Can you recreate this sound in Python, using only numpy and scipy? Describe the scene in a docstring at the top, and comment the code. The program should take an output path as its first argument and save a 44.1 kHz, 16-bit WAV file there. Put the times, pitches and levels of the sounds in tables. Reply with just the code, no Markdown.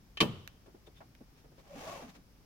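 """A seat belt retractor in a parked car: its steel pawl catches, then locks with a clack and a
sinking boom in the bare pillar. Plastic ticks, soft bumps, scuffs and faint squeaks follow as the
belt is handled. Then the webbing whirrs back onto its spool, its ribs passing the guide at a pitch
that rises and falls with its speed. The small, padded cabin answers briefly over a faint rumble and hiss."""
import sys
import numpy as np
from scipy import signal
from scipy.fft import rfft, irfft, next_fast_len
from scipy.io import wavfile
from scipy.ndimage import map_coordinates

SR = 44100
rng = np.random.default_rng(int(sys.argv[2]) if len(sys.argv) > 2 else 0)


def pcm_store(signal):
    """Save signal as 16-bit PCM."""
    levels = np.round(np.clip(np.atleast_2d(signal), -1, 1) * 32767)
    wavfile.write(sys.argv[1], SR, levels.astype(np.int16).T)


N = 108045

# how alike left and right are in the cabin: frequency_hz, correlation
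STEREO_LIKENESS = [(250, 0.87), (600, 0.45), (1200, 0.081), (2500, -0.017)]


def amp(db):
    """Decibels to gain."""
    return 10 ** (np.asarray(db) / 20)


def unit(x):
    """Scale to rms 1."""
    return x / np.sqrt(np.mean(x ** 2) + 1e-20)


def along(points, hz):
    """Read a curve of (frequency_hz, value) points on a log frequency axis."""
    knots_hz, values = np.transpose(points)
    return np.interp(np.log(hz + 1), np.log(knots_hz + 1), values)


def since(start_s):
    """Seconds since start_s, zero before."""
    return np.maximum(np.arange(N) / SR - start_s, 0)


def wobble(rate_hz):
    """A smooth random curve with rate_hz knots a second."""
    return map_coordinates(rng.standard_normal(4096), [since(0) * rate_hz], mode="wrap")


def filtered(x, response):
    """Shape x with a frequency response."""
    size = next_fast_len(N + 8192, True)
    return irfft(rfft(x, size) * response(np.fft.rfftfreq(size, 1 / SR)), size)[..., :N]


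def spread(hz):
    """Stereo width as an angle in radians: narrow bass, wide treble."""
    return np.arccos(np.clip(along(STEREO_LIKENESS, hz), -1, 1)) / 2


def noise(spectrum):
    """Coloured stereo noise of rms 1, alike on both sides only in the bass."""
    def response(hz):
        angle = spread(hz)
        return amp(along(spectrum, hz)) * [np.cos(angle), np.sin(angle)]
    mid, side = filtered(rng.standard_normal((2, N)), response)
    return unit(np.array([mid + side, mid - side]))


def strike(start_s, rise_s, hold_s, t60_s):
    """Percussive envelope: attack, hold, release."""
    return (1 - np.exp(-since(start_s) / rise_s)) * amp(-60 * since(start_s + hold_s) / t60_s)


def swell(middle_s, half_s):
    """Bell-shaped envelope."""
    return np.exp(-((since(0) - middle_s) / half_s) ** 2 / 2)


def ring(modes, start_s, rise_s):
    """Struck, damped modes; high ones reach the two sides out of step."""
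    out, start = np.zeros((2, N)), int(start_s * SR)
    t = np.arange(min(SR, N - start)) / SR
    for hz, db, t60_s in modes:
        apart = spread(hz) * rng.choice([-1, 1])
        phase = rng.uniform(0, 2 * np.pi) + np.array([[apart], [-apart]])
        envelope = amp(db - 60 * t / t60_s) * (1 - np.exp(-t / rise_s))
        out[:, start:start + len(t)] += envelope * np.sin(2 * np.pi * hz * t + phase)
    return out


def rough_tone(hz, wander=.034, roughness=.75):
    """A wavering stereo tone on a pitch curve, its strength fluttering."""
    def flutter():
        return roughness * (wobble(110) + 1j * wobble(110))
    phase = 2 * np.pi * np.cumsum(hz * (1 + wander * wobble(70))) / SR
    shared = 1 + flutter()
    sides = np.array([shared + .5 * flutter(), shared + .5 * flutter()])
    return unit(np.real(sides * np.exp(1j * phase)))


def pan(left_db):
    """Stereo gains that put the left side left_db above the right."""
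    return amp(np.array([[left_db], [-left_db]]) / 2)


def cabin_tone():
    """A faint, steady bed of rumble and hiss."""
    # the cabin's background: frequency_hz, level_db
    spectrum = [(18, -16), (43, 1), (80, -8.5), (150, -8), (550, -23), (1600, -29), (4200, -34),
                (5300, -29.5), (7700, -40.5), (15500, -37.5)]
    return amp(-60.5) * noise(spectrum)


def pawl():
    """Each blow chatters and rings the steel frame; a light one is duller, a long one shimmers more."""
    # catch, then lock: start_s, level_db, contact_s, chatter_t60_s, cutoff_hz
    blows = [(0.1713, -39, 0.0035, .04, 7100), (.2034, -21.5, 0.007, .075, 13200)]
    # colour of the chatter: frequency_hz, level_db
    chatter_spectrum = [(80, -39), (220, -15), (450, -5), (900, -17.5), (1170, -2.5), (1500, -11.5),
                        (2200, -5.5), (3100, -3.5), (4600, -10.5), (8300, -27.5), (10500, -23),
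                        (15500, -36.5)]
    # colour of the shimmering tail: frequency_hz, level_db
    shimmer_spectrum = [(380, 4.5), (850, -6.5), (1200, -0.5), (1600, -13.5), (2600, -7.5), (3080, -1),
                        (3600, -8.5), (8000, -28.5), (15000, -37.5)]
    # modes of the retractor's frame: pitch_hz, level_db, t60_s
    steel_modes = [(1790, -10.5, .12), (2440, -8.5, 0.087), (2619, -6.5, .1), (2880, -11, 0.098),
                   (3005, -22.5, 0.35), (3090, 1.5, .075), (3390, -14, 0.073)]
    out, longest_s = np.zeros((2, N)), max(row[2] for row in blows)
    for start_s, db, contact_s, t60_s, cutoff_hz in blows:
        chatter = filtered(noise(chatter_spectrum), lambda hz: 1 / np.sqrt(1 + (hz / cutoff_hz) ** 4))
        chatter *= strike(start_s, .0008, contact_s, t60_s)
        shimmer = noise(shimmer_spectrum) * strike(start_s, rise_s=contact_s, hold_s=0, t60_s=.7)
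        steel = ring(steel_modes, start_s, rise_s=.002)
        out += amp(db) * (chatter + amp(-17.5) * contact_s / longest_s * shimmer + amp(1.5) * steel)
    return out


def pillar(lock_s=.207, shove_s=.2183, shove_half_s=.00085):
    """The lock jolts the sheet-metal pillar into a boom; low modes build slower and ring longer."""
    # modes of the pillar: pitch_hz, level_db
    modes = [(102, -13), (130, -9), (159, -6), (190, -6), (222, -4), (250, -9), (320, -6), (368, -3.5),
             (441, -1), (502, -3.5), (587, -7), (1160, 3)]
    lowest_hz, lowest_t60_s, damping_power, rise_cycles = modes[0][0], .65, .86, 3
    thud = np.zeros((2, N))
    for hz, db in modes:
        t60_s = lowest_t60_s * (lowest_hz / hz) ** damping_power
        thud += ring([(hz, db, t60_s)], lock_s, rise_cycles / hz)
    # the spool stops dead and shoves the pillar once
    shove = (((since(0) - shove_s) / shove_half_s) ** 2 - 1) * swell(shove_s, shove_half_s)
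    # noisy body of the boom: frequency_hz, level_db
    boom_spectrum = [(60, -36), (130, 6.5), (220, -2), (500, -3), (1200, -7.5), (2500, -32)]
    boom = noise(boom_spectrum) * strike(lock_s, rise_s=.0032, hold_s=.012, t60_s=.2)
    return amp(-26.5) * thud + amp(-18) * shove + amp(-29.5) * boom


def sinking_boom(start_s=.22, from_hz=280, to_hz=79.3, fall_s=.055):
    """The boom's strongest tone slides down into the bass as it dies."""
    hz = to_hz + (from_hz - to_hz) * np.exp(-since(start_s) / fall_s)
    tone = np.sin(2 * np.pi * (np.cumsum(hz) / SR + rng.uniform()))
    return amp(-27.5) * strike(start_s, rise_s=.008, hold_s=0, t60_s=.42) * tone


def plastic_ticks(t60_cycles=11):
    """Two sharp plastic ticks to the right, each with a faint cabin echo."""
    # tick cues: start_s, level_db, left_over_right_db
    cues = [(0.476, -26.5, -10), (1.1510, -43.5, -6.5)]
    # modes of the plastic: pitch_hz, level_db
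    plastic_modes = [(1650, -9), (2350, -6), (3000, -6), (3800, -3.5), (6000, -3.5), (11200, -4),
                     (13500, -3)]
    modes = [(hz, db, t60_cycles / hz) for hz, db in plastic_modes]
    out = np.zeros((2, N))
    for start_s, db, left_db in cues:
        tick = amp(db) * ring(modes, start_s, rise_s=.00016)
        cabin = rng.standard_normal((2, N)) * strike(0, rise_s=.00094, hold_s=0, t60_s=.049)
        echo = signal.fftconvolve(tick, cabin / np.linalg.norm(cabin[0]), axes=1)[:, :N]
        out += tick * pan(left_db) + amp(-7.5) * echo
    return out


def bumps(rise_s=.0035, hold_s=.004, t60_s=.11):
    """Hand and belt tap the trim: each a short, dull ring with a puff of noise around it."""
    # taps on the trim: start_s, level_db, pitch_hz
    taps = [(0.659, -57, 563), (.678, -54, 370), (0.743, -51.5, 363), (.870, -53, 432), (1.003, -48, 728),
            (1.206, -50.5, 264), (1.441, -55, 437), (1.516, -56.5, 353), (1.579, -55.5, 541),
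            (1.662, -59, 590), (2.02, -47, 687), (2.166, -54, 235)]
    out = np.zeros((2, N))
    for start_s, db, hz in taps:
        puff_spectrum = [(hz / 10, -16), (hz, 0), (2 * hz, -9), (10 * hz, -38), (SR / 2, -60)]
        puff = noise(puff_spectrum) * strike(start_s, rise_s, hold_s, t60_s)
        out += amp(db) * (ring([(hz, -.5, t60_s)], start_s, rise_s) + puff)
    return out


def rubs():
    """The webbing scuffs and fingers squeak faintly on it, in brief swells of noise."""
    # scuff cues: middle_s, level_db, half_length_s
    scuffs = [(0.667, -65, 0.0052), (1.387, -67.5, 0.022), (1.597, -64.5, 0.018), (2.099, -57, 0.0092),
              (2.159, -58.5, 0.011)]
    # broad colour of a scuff: frequency_hz, level_db
    scuff_spectrum = [(300, 2.5), (2400, 0.5), (6200, -6), (8500, -15), (15000, -16)]
    # squeak cues: middle_s, level_db, half_length_s
    squeaks = [(0.873, -59.5, 0.0062), (0.976, -62.5, 0.014)]
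    # peaky colour of a squeak: frequency_hz, level_db
    squeak_spectrum = [(1500, -6.5), (3000, -5), (3620, 6), (4000, -10), (12000, -23)]
    out = np.zeros((2, N))
    for cues, spectrum in (scuffs, scuff_spectrum), (squeaks, squeak_spectrum):
        out += noise(spectrum) * sum(amp(db) * swell(middle_s, half_s) for middle_s, db, half_s in cues)
    return out


def webbing(zip_s=1.735, zip_hz=535, zip_hz_per_s=-1100):
    """The belt runs in: grainy sliding hiss, and a whirr from its ribs that follows the speed."""
    # belt speed as ribs passing the guide: time_s, rate_hz
    rib_rate = [(1.73, 70.24), (1.765, 227.4), (1.805, 253.4), (1.83, 437.3), (1.87, 569.5), (1.92, 602),
                (1.955, 568), (2.0, 488.3), (2.035, 248.7), (2.08, 217), (2.14, 68.4)]
    # fader curve for hiss and whirr: time_s, level_db
    run_level = [(1.63, -74.5), (1.72, -61.5), (1.765, -57.5), (1.785, -53.5), (1.90, -48.5), (2.03, -56),
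                 (2.07, -61), (2.22, -80)]
    # colour of the sliding hiss: frequency_hz, level_db
    slide_spectrum = [(80, -12.5), (200, -7), (380, -13), (660, -7.5), (830, -2.5), (920, -14.5),
                      (1130, -7), (1330, -15), (2600, -15.5), (4200, -22), (6200, -21), (8200, -30),
                      (15500, -34)]
    # partials of the whirr: ratio_to_rib_rate, level_db
    partials = [(1.002, -3), (1.141, -2.5), (1.87, -6)]
    # body resonance they sweep through: frequency_hz, level_db
    body = [(120, -4.5), (228, 8.5), (310, -4), (560, 1.5)]
    t = since(0)
    level = amp(np.interp(t, *np.transpose(run_level), left=-120, right=-120))
    rib_hz = np.interp(t, *np.transpose(rib_rate))
    grain = amp(1.5 * wobble(300))
    hiss = amp(3.5) * unit(noise(slide_spectrum) * grain)
    whirr = sum(amp(db + along(body, ratio * rib_hz)) * rough_tone(ratio * rib_hz)
                for ratio, db in partials)
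    # a short falling zip as the belt starts
    falling_zip = swell(zip_s, half_s=.024) * rough_tone(zip_hz + zip_hz_per_s * (t - zip_s))
    return level * (hiss + whirr) + amp(-52.5) * falling_zip


def reflections(x, count=8, gain=.15, above_hz=2000):
    """Glass and trim close by throw back weak copies of the treble."""
    delays_s = rng.uniform(.002, .012, (count, 1))
    def response(hz):
        treble = hz ** 2 / (hz ** 2 + above_hz ** 2)
        return 1 + gain * treble * np.exp(-2j * np.pi * delays_s * hz).sum(0)
    return filtered(x, response)


def scene():
    """Belt, pillar and cabin tone sit a little to the left, the ticks to the right."""
    belt = reflections(pawl() + bumps() + rubs() + webbing())
    return pan(left_db=1) * (cabin_tone() + belt + pillar() + sinking_boom()) + plastic_ticks()


def record(dry):
    """A steep high cut at 16 kHz."""
    return filtered(dry, lambda hz: 1 / np.sqrt(1 + (hz / 16000) ** 160))


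dry = scene()
out = record(dry)
pcm_store(out)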